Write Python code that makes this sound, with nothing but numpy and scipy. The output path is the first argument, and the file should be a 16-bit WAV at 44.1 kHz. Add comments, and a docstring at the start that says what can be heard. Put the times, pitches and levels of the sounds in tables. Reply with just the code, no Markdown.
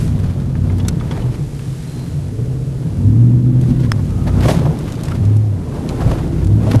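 """Inside the cab of a V8 pickup wading through deep water, picked up by a hand-held camera.
The engine surges from the start over drumming and churning water and a hiss; loose trim clicks and clacks.
From about 1.2 s dull blows land on the floor; a faint squeal comes near 1.9 s and the engine speeds up.
The throttle is stabbed at 3 s and a dry snap follows at 3.9 s; near 4.5 s water sloshes and slaps.
Hand bumps and rubs on the camera gather there and again from 6 s, when the heaviest floor blows land."""
import sys
import numpy as np
from scipy import signal
from scipy.fft import rfft, irfft, next_fast_len
from scipy.io import wavfile
from scipy.ndimage import uniform_filter1d, minimum_filter1d, map_coordinates

SR = 44100
rng = np.random.default_rng(int(sys.argv[2]) if len(sys.argv) > 2 else 0)


def bounce(signal):
    """Save signal as a 16-bit WAV file at the path given by the first command-line argument."""
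    frames = np.transpose(np.atleast_2d(signal))
    limited = np.clip(frames, -1, 1)
    pcm = np.round(limited * 32767).astype(np.int16)
    wavfile.write(sys.argv[1], SR, pcm)


N = 299880
USUAL_LOAD_DB = -25  # the engine load at which the boom and water levels below apply


def amp(db):
    """Decibels to an amplitude factor."""
    return 10 ** (np.asarray(db) / 20)


def unit(x):
    """x scaled to rms 1."""
    return x / np.sqrt(np.mean(x ** 2) + 1e-20)


def noise(length=N):
    """White noise."""
    return rng.standard_normal(length)


def curves(rows):
    """One value per sample for each column after the time."""
    s, *columns = np.transpose(rows)
    return [np.interp(np.arange(N) / SR, s, column) for column in columns]


def along(points, hz):
    """(Hz, value) points read on a log frequency axis."""
    f, values = np.transpose(points)
    return np.interp(np.log(hz + 1), np.log(f), values)


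def wobble(rate):
    """A smooth random curve, rate knots a second."""
    knots = noise(int(N * rate / SR) + 4)
    return map_coordinates(knots, [np.arange(N) * rate / SR])


def swells(rows):
    """A sum of bell-shaped bumps; the half length is the bell's standard deviation."""
    t = np.arange(N) / SR
    return sum(amp(db) * np.exp(-.5 * ((t - s) / half) ** 2) for s, db, half in rows)


def filtered(x, response):
    """x times a response of frequency."""
    m = next_fast_len(N + SR // 2)
    return irfft(rfft(x, m) * response(np.fft.rfftfreq(m, 1 / SR)), m)[:N]


def coloured(x, spectrum):
    """x shaped by (Hz, dB) points, at rms 1."""
    return unit(filtered(x, lambda hz: amp(along(spectrum, hz))))


def grains(rate, spread_db):
    """Random tiny impacts of uneven size, rate a second."""
    hits = rng.random(N) < rate / SR
    return unit(hits * noise() * amp(spread_db * noise()))


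def steadied(x, span):
    """Narrow noise with its swells longer than span seconds evened out."""
    power = uniform_filter1d(np.abs(signal.hilbert(x)) ** 2, max(int(span * SR), 1))
    return unit(x / np.sqrt(np.abs(power) + 1e-9))


def add(track, s, sound):
    """Mix a sound in at s seconds."""
    part = track[round(s * SR):][:len(sound)]
    part += sound[:len(part)]


def engine(load_db):
    """Eight firings a cycle boom in the cab; the uneven cylinder banks add the other multiples."""
    # engine speed: (time [s], firing rate [Hz])
    speed = [(0, 111.8), (.3, 90.13), (.55, 89.73), (.85, 93.9), (1.02, 81.2), (1.25, 67), (1.95, 66.05),
             (2.17, 86), (2.3, 98.1), (2.47, 126), (2.7, 132), (2.85, 120), (2.95, 86.6), (3.2, 117.8),
             (3.4, 123.2), (3.8, 127.3), (4, 98.1), (4.15, 89.05), (4.47, 93), (4.92, 68.9), (5.3, 105),
             (5.46, 107.2), (5.65, 84), (6.15, 66.8), (6.37, 80), (6.58, 110.2), (6.8, 102.2)]
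    # firing tone at the usual load: (frequency [Hz], level [dB])
    boom_levels = [(66, -44), (80, -31), (90, -23), (102, -19.5), (116, -17.5), (131, -17)]
    # overtones of the four-stroke cycle: (multiple, relative level [dB])
    overtones = [(3, -10), (4, -7), (6, -18), (7, -20.5), (9, -3.5), (10, -4.5), (11, -3.5), (12, 0.5),
                 (13, -2.5), (14, -9.5), (15, -10), (16, -1.5), (17, -7), (19, -5.5), (21, -9.5),
                 (22, -10.5), (24, -16.5), (29, -22.5), (32, -21.5)]
    # bands that the cab lifts: (frequency [Hz], width [Hz], lift [dB])
    cab = [(177, 7.4, 3), (241.8, 15.6, 7.5), (328, 28, 7.5)]
    # the engine lugs and the exhaust throbs deeply: (time [s], level [dB], half length [s])
    lugs = [(4.37, -24, .12), (6.42, -26.5, 0.12)]
    # intake roar: (frequency [Hz], density [dB per Hz])
    roar_spectrum = [(200, -23), (360, -4), (450, 0.5), (600, -7), (800, -26), (2000, -30), (8000, -58.5)]
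    boom_per_load = 0.37  # dB of firing tone gained per dB of load
    flutter_db = 1.5  # uneven strength from one firing to the next
    pipe_hz, pipe_width_hz, pipe_lift_db = 61.3, 10, 9.5  # the exhaust pipe's resonance
    burble_below_load_db = -13.5  # away from the pipe's resonance
    roar_db = -39.5  # at the fastest turn

    firing_hz, = curves(speed)
    cycle = 2 * np.pi * np.cumsum(firing_hz) / SR / 8
    firing, bank, bank_hz = 8 * cycle, 5 * cycle, firing_hz * 5 / 8

    boom_db = along(boom_levels, firing_hz) + boom_per_load * (load_db - USUAL_LOAD_DB) + throttle()
    boom_db = boom_db + 1.24 * wobble(22.02) + flutter_db * wobble(90)
    boom = amp(boom_db) * np.sin(firing + 0.035 * wobble(36))

    pipe_db = pipe_lift_db / (1 + ((bank_hz - pipe_hz) / pipe_width_hz) ** 2)
    burble_db = load_db + burble_below_load_db + pipe_db + 2.2 * wobble(13)
    burble = (amp(burble_db) + swells(lugs)) * np.sin(bank + .15 * wobble(28))

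    # no two cycles burn alike, so each overtone wavers in strength and phase
    growl = np.zeros(N)
    for multiple, db in overtones:
        phase = rng.uniform(0, 2 * np.pi) + 0.33 * wobble(14)
        growl += amp(db + 2.26 * wobble(16)) * np.sin(round(multiple) * cycle + phase)
    growl = filtered(growl, lambda f: amp(sum(db / (1 + ((f - hz) / width) ** 2) for hz, width, db in cab)))

    # the intake roars in puffs, louder the faster the engine turns
    puffs = coloured(noise() * (1 + .5 * np.sin(firing)), roar_spectrum)
    roar = amp(roar_db) * (firing_hz / firing_hz.max()) ** 1.76 * puffs
    return np.sqrt(2) * (boom + burble) + amp(load_db) * unit(growl) + roar, firing


def throttle():
    """Extra boom in dB: each stab opens fast, sags while held, and closes."""
    # stabs of the throttle: (time [s], held [s], extra boom [dB])
    stabs = [(.55, 0.22, 6.5), (3.02, 0.89, 7), (5.19, 0.358, 9), (6.42, 0.16, 8), (6.74, 0.073, 2)]
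    attack_s, release_s, sag_db_per_s = 0.04, 0.036, 5.5
    t, boost = np.arange(N) / SR, np.zeros(N)
    for s, held, db in stabs:
        opening = np.clip((t - s) / attack_s, 0, 1)
        closing = np.exp(-np.maximum(t - s - held, 0) / release_s)
        boost += opening * closing * (db - sag_db_per_s * np.clip(t - s, 0, held))
    return boost


def water(firing, load_db):
    """Waves drum on the floor pan and rock the body; the flow churns in step with the firing, and hisses."""
    # water rushing along the body: (time [s], flow [dB])
    flow_points = [(0, -38.5), (.55, -40.5), (.95, -38), (1.17, -36), (1.55, -44), (2.1, -43.5), (2.7, -46),
                   (3.0, -39.5), (3.5, -44), (3.72, -38.5), (4.15, -41), (4.5, -27.5), (4.68, -33),
                   (4.9, -36.5), (5.22, -36), (5.52, -40.5), (5.78, -33), (6.1, -30), (6.45, -38.5),
                   (6.58, -36), (6.72, -27), (6.8, -26)]
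    # waves that heave against the underside: (time [s], half length [s], drumming [dB], rumble [dB])
    waves = [(.07, 0.16, -29, -24.5), (0.723, 0.42, -29, -47), (1.287, 0.067, -45, -34),
             (2.073, 0.088, -29, -52), (2.645, 0.19, -35, -33), (3.713, 0.071, -23.5, -29),
             (4.074, 0.23, -29, -33), (4.437, 0.054, -17.5, -35), (4.627, 0.051, -14.5, -33),
             (5.164, 0.054, -26, -37), (6.075, 0.052, -22, -17.5), (6.34, 0.078, -26, -27)]
    # the hiss swells: (time [s], level [dB], half length [s])
    hiss_swells = [(.01, -41.5, 0.059), (1.82, -46.5, 0.33), (2.75, -55, 0.29), (3.68, -52, 0.029),
                   (4.1, -54, 0.16), (4.505, -33.5, 0.032)]
    # resonances of floor pan and cab air: (frequency [Hz], width [Hz], level [dB])
    pan_modes = [(137, 44, -2.5), (170.1, 30, -5.5)]
    # spectra of the four noises: (frequency [Hz], density [dB per Hz])
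    rumble_spectrum = [(10, -25), (25, -10), (45, -4), (80, 0.5), (115, -15), (180, -17), (400, -69)]
    churn_spectrum = [(100, -37), (180, 0), (240, 4), (320, 1), (450, -6), (600, -22), (1000, -40),
                      (3000, -94.5)]
    wash_spectrum = [(200, -33), (450, 3), (620, 1), (850, -3.5), (1300, -10.5), (2000, -17.5),
                     (3200, -21.5), (8000, -33)]
    hiss_spectrum = [(500, -16), (1300, 4.5), (2200, 2.5), (2800, 1), (3400, 1), (5000, 0), (8000, -1),
                     (11000, -3), (13000, -8.5)]
    # each layer: its level at usual flow and load [dB], and the dB it gains per dB of load or flow
    drum_db, drum_per_load = -24.5, 0.16
    rumble_db, rumble_per_load = -31, 0.33
    churn_db, churn_per_flow = -29.5, 0.82
    hiss_db, hiss_per_flow = -54.5, 1
    usual_flow_db = -38
    steady_hiss_db = -57.5  # thin hiss that never stops
    wash_to_flow_db, gurgle_to_flow_db = -1.5, -5.5

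    flow_db, = curves(flow_points)
    surge_db, push_db = flow_db - usual_flow_db, load_db - USUAL_LOAD_DB
    slaps = swells([(s, db, half) for s, half, db, _ in waves])
    heaves = swells([(s, db, half) for s, half, _, db in waves])

    def pan(f):
        """Resonances of alternating sign, falling off above 260 Hz."""
        modes = 0
        for k, (centre, width, db) in enumerate(pan_modes):
            damping = 1j * f * width
            modes = modes + (-1) ** k * amp(db) * damping / (centre ** 2 - f ** 2 + damping)
        return modes / (1 + (f / 260) ** 4)

    drumming = steadied(filtered(noise(), pan), span=0.11)
    drum = (amp(drum_db + drum_per_load * push_db) + slaps) * drumming

    rocking = steadied(coloured(noise(), rumble_spectrum), span=0.19)
    rumble = (amp(rumble_db + rumble_per_load * push_db) + heaves) * rocking

    pulsed = noise() * (1 + 0.38 * np.sin(firing))
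    churn = amp(churn_db + churn_per_flow * surge_db) * coloured(pulsed, churn_spectrum)

    wash_grain = noise() + 0.81 * grains(1500, spread_db=1.5)
    wash = amp(flow_db + wash_to_flow_db + 1.47 * wobble(25)) * coloured(wash_grain, wash_spectrum)

    hiss_grain = noise() + 0.37 * grains(500, spread_db=3)
    hiss_level = amp(steady_hiss_db) + amp(hiss_db + hiss_per_flow * surge_db) + swells(hiss_swells)
    hiss = hiss_level * coloured(hiss_grain, hiss_spectrum)
    return drum + rumble + churn + wash + hiss + amp(flow_db + gurgle_to_flow_db) * gurgle()


def gurgle():
    """Bubbles under the floor, each a short ring that rises a little in pitch."""
    middle_hz, log_spread = 721.4, 0.705
    cycles = 31  # cycles of ringing to fall by 60 dB
    track, t = np.zeros(N), np.arange(SR // 12) / SR
    for when, pitch, size in rng.random((900, 3)):
        odds = np.clip(pitch, .02, .98) / (1 - np.clip(pitch, .02, .98))
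        hz = middle_hz * odds ** (log_spread / 2)
        age = t * hz / cycles
        ring = np.sin(2 * np.pi * hz * t * (1 + 0.044 * age))
        ring = ring * (1 - np.exp(-t * hz)) * amp(-60 * age)
        # bubbles above the middle pitch are weaker
        add(track, when * N / SR, amp(-16 * size) * min(1, middle_hz / hz) * ring)
    return unit(track)


def sloshes():
    """Thick slugs of water tumble against the doors in uneven lumps."""
    # slugs of water: (time [s], level [dB], half length [s])
    slugs = [(4.46, -26, .016), (4.535, -27, 0.021), (4.65, -30.5, 0.075), (5.8, -40.5, .14)]
    # slosh: (frequency [Hz], density [dB per Hz])
    slosh_spectrum = [(150, -23), (400, 3), (560, -4), (750, -11), (980, -7), (1400, -23), (5000, -70)]
    lump_db, lumps_per_s = 4, 55
    lumps = unit(amp(lump_db * wobble(lumps_per_s)))
    return swells(slugs) * lumps * coloured(noise(), slosh_spectrum)


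def thumps():
    """Soft blows set the floor booming in a dying sine with a softened onset."""
    # dull blows on the floor: (time [s], level before the soft onset [dB], pitch [Hz], 60 dB decay [s])
    blows = [(1.239, -4.5, 123, 0.21), (1.397, -9.5, 139.3, 0.28), (1.676, -7.5, 134, 0.16),
             (2.159, -8, 140.3, 0.19), (2.85, -6.5, 159, 0.17), (4.456, 1, 109, 0.055),
             (4.56, -1, 157.8, 0.18), (4.681, -3.5, 157.8, 0.16), (5.195, -0.5, 150, 0.087),
             (6.063, 12.5, 120.1, 0.034), (6.762, 13, 109, 0.087)]
    onset_s = 0.0051
    track, t = np.zeros(N), np.arange(SR // 3) / SR
    for s, db, hz, t60 in blows:
        add(track, s, amp(db - 60 * t / t60) * (1 - np.exp(-t / onset_s)) * np.sin(2 * np.pi * hz * t))
    return track


def clicks():
    """Loose trim chatters: each contact rings, knocks the panel and touches again; a clack and a snap stand out."""
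    # small trim contacts: (time [s], level [dB], pitch [Hz], 60 dB decay [s], panel knock against level [dB])
    touches = [(0.5541, -31, 1730, 0.035, -1.5), (0.6995, -33, 2100, 0.045, -2),
               (.783, -34, 8000, .025, -7), (.799, -28.5, 3360, .05, -6), (0.8497, -31, 3550, .035, -8),
               (0.999, -33.5, 3430, 0.078, -11), (1.0109, -22.5, 1240, 0.04, -15),
               (1.111, -25.5, 3359, 0.05, -7), (1.175, -33, 2000, 0.046, 0), (1.222, -36, 2990, .045, -13),
               (1.593, -32.5, 2661, 0.035, -5), (3.612, -35, 6892, 0.033, -8),
               (4.789, -32.5, 7500, 0.02, -20), (4.9226, -28.5, 6432, 0.02, -19),
               (4.9543, -29.5, 4600, 0.015, -20), (5.035, -27, 7640, 0.026, -15),
               (5.052, -34, 5500, .09, -18), (5.1191, -20.5, 1350, 0.04, -16), (5.252, -35, 5200, .04, -20),
               (5.367, -35, 8600, .02, -23), (5.8906, -17, 4090, 0.011, -22),
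               (6.445, -33.5, 6300, 0.028, -17), (6.47, -34, 6000, .025, -12),
               (6.759, -26, 7070, .008, -15)]
    # plastic trim panel: (frequency [Hz], level [dB], 60 dB decay [s])
    panel = [(580, -7, 0.03), (944, 2, 0.043), (1277, -1, 0.035), (1600, -2, 0.05), (2080, -6, 0.045)]
    # what the clack and the snap ring with: (frequency [Hz], level [dB], 60 dB decay [s])
    clack_modes = [(1460, -8, 0.06), (3720, -6.5, 0.025), (4370, -4.5, 0.026), (5260, -8, .032),
                   (6100, -3.5, .028), (7780, -2, 0.019), (10500, -5, 0.028)]
    snap_modes = [(1180, -1.5, 0.0062), (1840, -1.5, 0.0049), (3430, -7, 0.0042), (5200, -18, .003),
                  (9000, -13, 0.0009)]
    clack_s, clack_db, rebound_s, rebound_db = .8833, -15, .003, -5  # the clack strikes twice
    snap_s, snap_db = 3.9186, -.5
    tick_s, tick_db, tick_hz, tick_t60 = 3.918, -11, 5200, 0.02  # the catch slips just before the snap
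    crack_share, clack_share, snap_share = 0.31, 0.4, .12  # noisy part of a contact
    dry_above_hz = 4800  # around this pitch the ring gives way to crack
    chatter_s, chatter_db, chatter_lowest = .006, -9, .6  # second touch: longest wait, level, lowest pitch ratio

    track, t = np.zeros(N), np.arange(SR // 10) / SR
    for s, db, hz, t60, knock_db in touches:
        share = 1 - (1 - crack_share) / (1 + (hz / dry_above_hz) ** 6)
        knock = np.zeros(len(t))
        for mode_hz, level, life in panel:
            strength = amp(level + rng.normal(0, 2.3))
            knock += strength * contact(t, mode_hz * rng.normal(1, 0.047), life, crack_share)
        add(track, s, amp(db) * (contact(t, hz, t60, share) + amp(knock_db) * knock))
        again = contact(t, hz * rng.uniform(chatter_lowest, 1), t60, share)
        add(track, s + chatter_s * rng.uniform(.5, 1), amp(db + chatter_db) * again)

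    strikes = [(clack_s, clack_db, clack_modes, clack_share),
               (clack_s + rebound_s, clack_db + rebound_db, clack_modes, clack_share),
               (snap_s, snap_db, snap_modes, snap_share)]
    for s, db, modes, share in strikes:
        for k, (hz, level, t60) in enumerate(modes):
            add(track, s, (-1) ** k * amp(db + level) * contact(t, hz, t60, share))
    add(track, tick_s, amp(tick_db) * contact(t, tick_hz, tick_t60, crack_share))
    return track


def contact(t, hz, t60, crack_share):
    """Hard plastic meets plastic: a short ring and a crack around the same pitch."""
    band = signal.butter(2, [hz * 0.38, min(hz * 1.6, SR * .45)], "bandpass", fs=SR)
    crack = unit(signal.lfilter(*band, noise(len(t))))
    ring = np.sin(2 * np.pi * hz * t)
    return amp(-60 * t / t60) * ((1 - crack_share) * ring + crack_share * crack)


def bumps():
    """The hand knocks the camera: a clump of tiny slips rings the shell and throws off a gritty scuff."""
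    # knocks and slips: (time [s], length [s], thud level [dB], thud pitch [Hz], scuff level [dB])
    knocks = [(1.111, .025, -38, 900, -41), (1.147, 0.027, -41, 800, -45), (3.832, 0.038, -47, 800, -40),
              (3.984, .02, -39, 900, -46), (4.266, 0.034, -29, 606, -35.5), (4.403, 0.013, -35, 600, -28),
              (4.422, 0.027, -32, 450, -31.5), (4.453, 0.0092, -17, 370, -22.5),
              (4.482, 0.015, -14, 540, -22.5), (4.498, .024, -20, 450, -26), (4.538, .018, -29, 690, -36),
              (4.653, 0.0099, -24, 520, -36), (6.004, 0.025, -28.5, 719.8, -34),
              (6.064, 0.017, -25, 380, -43), (6.111, 0.011, -24, 680.5, -31.5),
              (6.185, .018, -35, 850, -44), (6.665, 0.029, -23, 436.4, -44), (6.71, 0.012, -26, 450, -26),
              (6.732, 0.0054, -29, 850, -31.5), (6.743, 0.019, -20, 596, -34.5),
              (6.792, .01, -30, 750, -31)]
    # skin on the shell: (frequency [Hz], density [dB per Hz])
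    scuff_spectrum = [(400, -16), (1000, -8), (1700, 4), (2600, -3), (4500, -6.5), (8000, -16.5),
                      (12000, -16)]
    attack_s, shell_q = 0.0016, 3.2
    overtone, overtone_db = 1.35, -11  # the shell also rings at this multiple of the thud pitch

    thuds, pressure, t = np.zeros(N), np.zeros(N), np.arange(SR // 8) / SR
    for s, length, thud_db, hz, scuff_db in knocks:
        force = (1 - np.exp(-t / attack_s)) * np.exp(-(t / length) ** 4)
        slips = force * noise(len(t))
        low_ring = signal.lfilter(*signal.iirpeak(hz, shell_q, SR), slips)
        high_ring = signal.lfilter(*signal.iirpeak(hz * overtone, shell_q, SR), slips)
        band = signal.butter(2, [hz / 2, hz * 2], "bandpass", fs=SR)
        shell = signal.lfilter(*band, low_ring + amp(overtone_db) * high_ring)
        # the thud level is the rms over the bump's length
        add(thuds, s, amp(thud_db) * shell * np.sqrt(length * SR / np.sum(shell ** 2)))
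        add(pressure, s, amp(scuff_db) * force)
    return thuds + pressure * coloured(grains(4000, spread_db=2.0), scuff_spectrum)


def rubs():
    """Skin sticks and slips on the camera shell; cloth rustles in small clumps with a sparse crackle on top."""
    # the grip shifts: (time [s], level [dB], half length [s])
    grip_shifts = [(1.15, -42, 0.047), (4.51, -30, 0.079), (6.07, -41.5, 0.079), (6.72, -35, 0.041)]
    # cloth and grip rustle in spells: (time [s], level [dB], half length [s])
    rustles = [(.2, -43.5, 0.14), (.7, -48, 0.17), (1.16, -45, 0.12), (1.35, -46, 0.022), (3.79, -47, 0.22),
               (4.98, -42, 0.19), (6.1, -47, .18), (6.43, -45, 0.065)]
    # spectra of skin, cloth and crackle: (frequency [Hz], density [dB per Hz])
    rub_spectrum = [(120, -20), (350, 0.5), (650, 3), (1000, -1), (2000, -7), (4000, -12), (12000, -26)]
    cloth_spectrum = [(400, -22), (900, 8), (2200, 1), (3500, -3), (5500, -6.5), (12000, -14)]
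    crackle_spectrum = [(1000, -27), (3500, 9), (7000, -3), (12000, -4)]
    crackle_db = -8.5  # against the cloth

    slips = grains(2200, spread_db=2.0) * amp(1.2 * wobble(110))
    pressure = swells(grip_shifts) * unit(amp(2.4 * wobble(60)))
    cloth = unit(amp(4.7 * wobble(70))) * coloured(grains(3500, spread_db=0.0), cloth_spectrum)
    crackle = unit(amp(5.4 * wobble(45))) * coloured(grains(900, spread_db=1.5), crackle_spectrum)
    return pressure * coloured(slips, rub_spectrum) + swells(rustles) * (cloth + amp(crackle_db) * crackle)


def whines():
    """Narrow hums and whines, each a thin band of noise, swell and fade."""
    # hums and whines: (time [s], level [dB], half length [s], pitch [Hz], width [Hz])
    hums = [(2.397, -33.5, 0.068, 425, 23), (3.069, -21, 0.059, 246.1, 11), (3.71, -16, 0.018, 230, 21),
            (4.3, -43.5, 0.14, 1270, 115), (6.417, -26, 0.14, 316.1, 33), (6.75, -17.5, .018, 255, 40)]
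    track = np.zeros(N)
    for s, db, half, hz, width in hums:
        narrow = filtered(noise(), lambda f: 1 / (1 + ((f - hz) / width) ** 2))
        track += swells([(s, db, half)]) * steadied(narrow, span=0.092)
    return track


def squeal():
    """One faint, thin, slightly wavering tone sets in quickly, holds and fades away."""
    start_s, db, hz, held_s, t60, attack_s = 1.85, -50, 4124, .16, 1, .03
    t = np.arange(N) / SR - start_s
    fade_db = -60 * np.maximum(t - held_s, 0) / t60
    level = np.clip(t / attack_s, 0, 1) * amp(db + fade_db + 1.6 * wobble(24.9))
    return level * np.sin(2 * np.pi * hz * t + .55 * wobble(30))


def scene():
    """Engine and water share one load; the small sounds are close by in the cab."""
    # how hard the engine pulls against the water: (time [s], load [dB])
    load_points = [(0, -23), (.5, -23.5), (.97, -21.5), (1.5, -32.5), (2.1, -40), (2.4, -33), (2.86, -37.5),
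                   (3.02, -18), (3.35, -20.5), (3.72, -23.5), (3.88, -25), (4.02, -22.5), (4.18, -23),
                   (4.38, -18.5), (4.8, -28.5), (5.2, -23), (5.5, -33), (6.15, -21.5), (6.35, -22),
                   (6.8, -18.5)]
    load_db, = curves(load_points)
    motor, firing = engine(load_db)
    outside = water(firing, load_db) + sloshes()
    cab_sounds = thumps() + clicks() + whines() + squeal()
    handling = bumps() + rubs()
    return (motor + outside + cab_sounds + handling)[None]


def record(dry):
    """The camera ducks briefly after peaks near full scale, rounds them off and keeps nothing above its band limit."""
    ceiling_db, hold_s, top_hz = -0.5, .025, 12750
    hold = int(hold_s * SR)
    needed = np.minimum(1, amp(ceiling_db) / (np.abs(dry[0]) + 1e-9))
    held = minimum_filter1d(needed, hold, origin=(hold - 1) // 2)  # looks back over the hold time
    limited = dry[0] * uniform_filter1d(held, size=90)
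    rounded = limited / (1 + np.abs(limited) ** 12) ** (1 / 12)
    return filtered(rounded, lambda hz: hz < top_hz)[None]


dry = scene()
out = record(dry)
bounce(out)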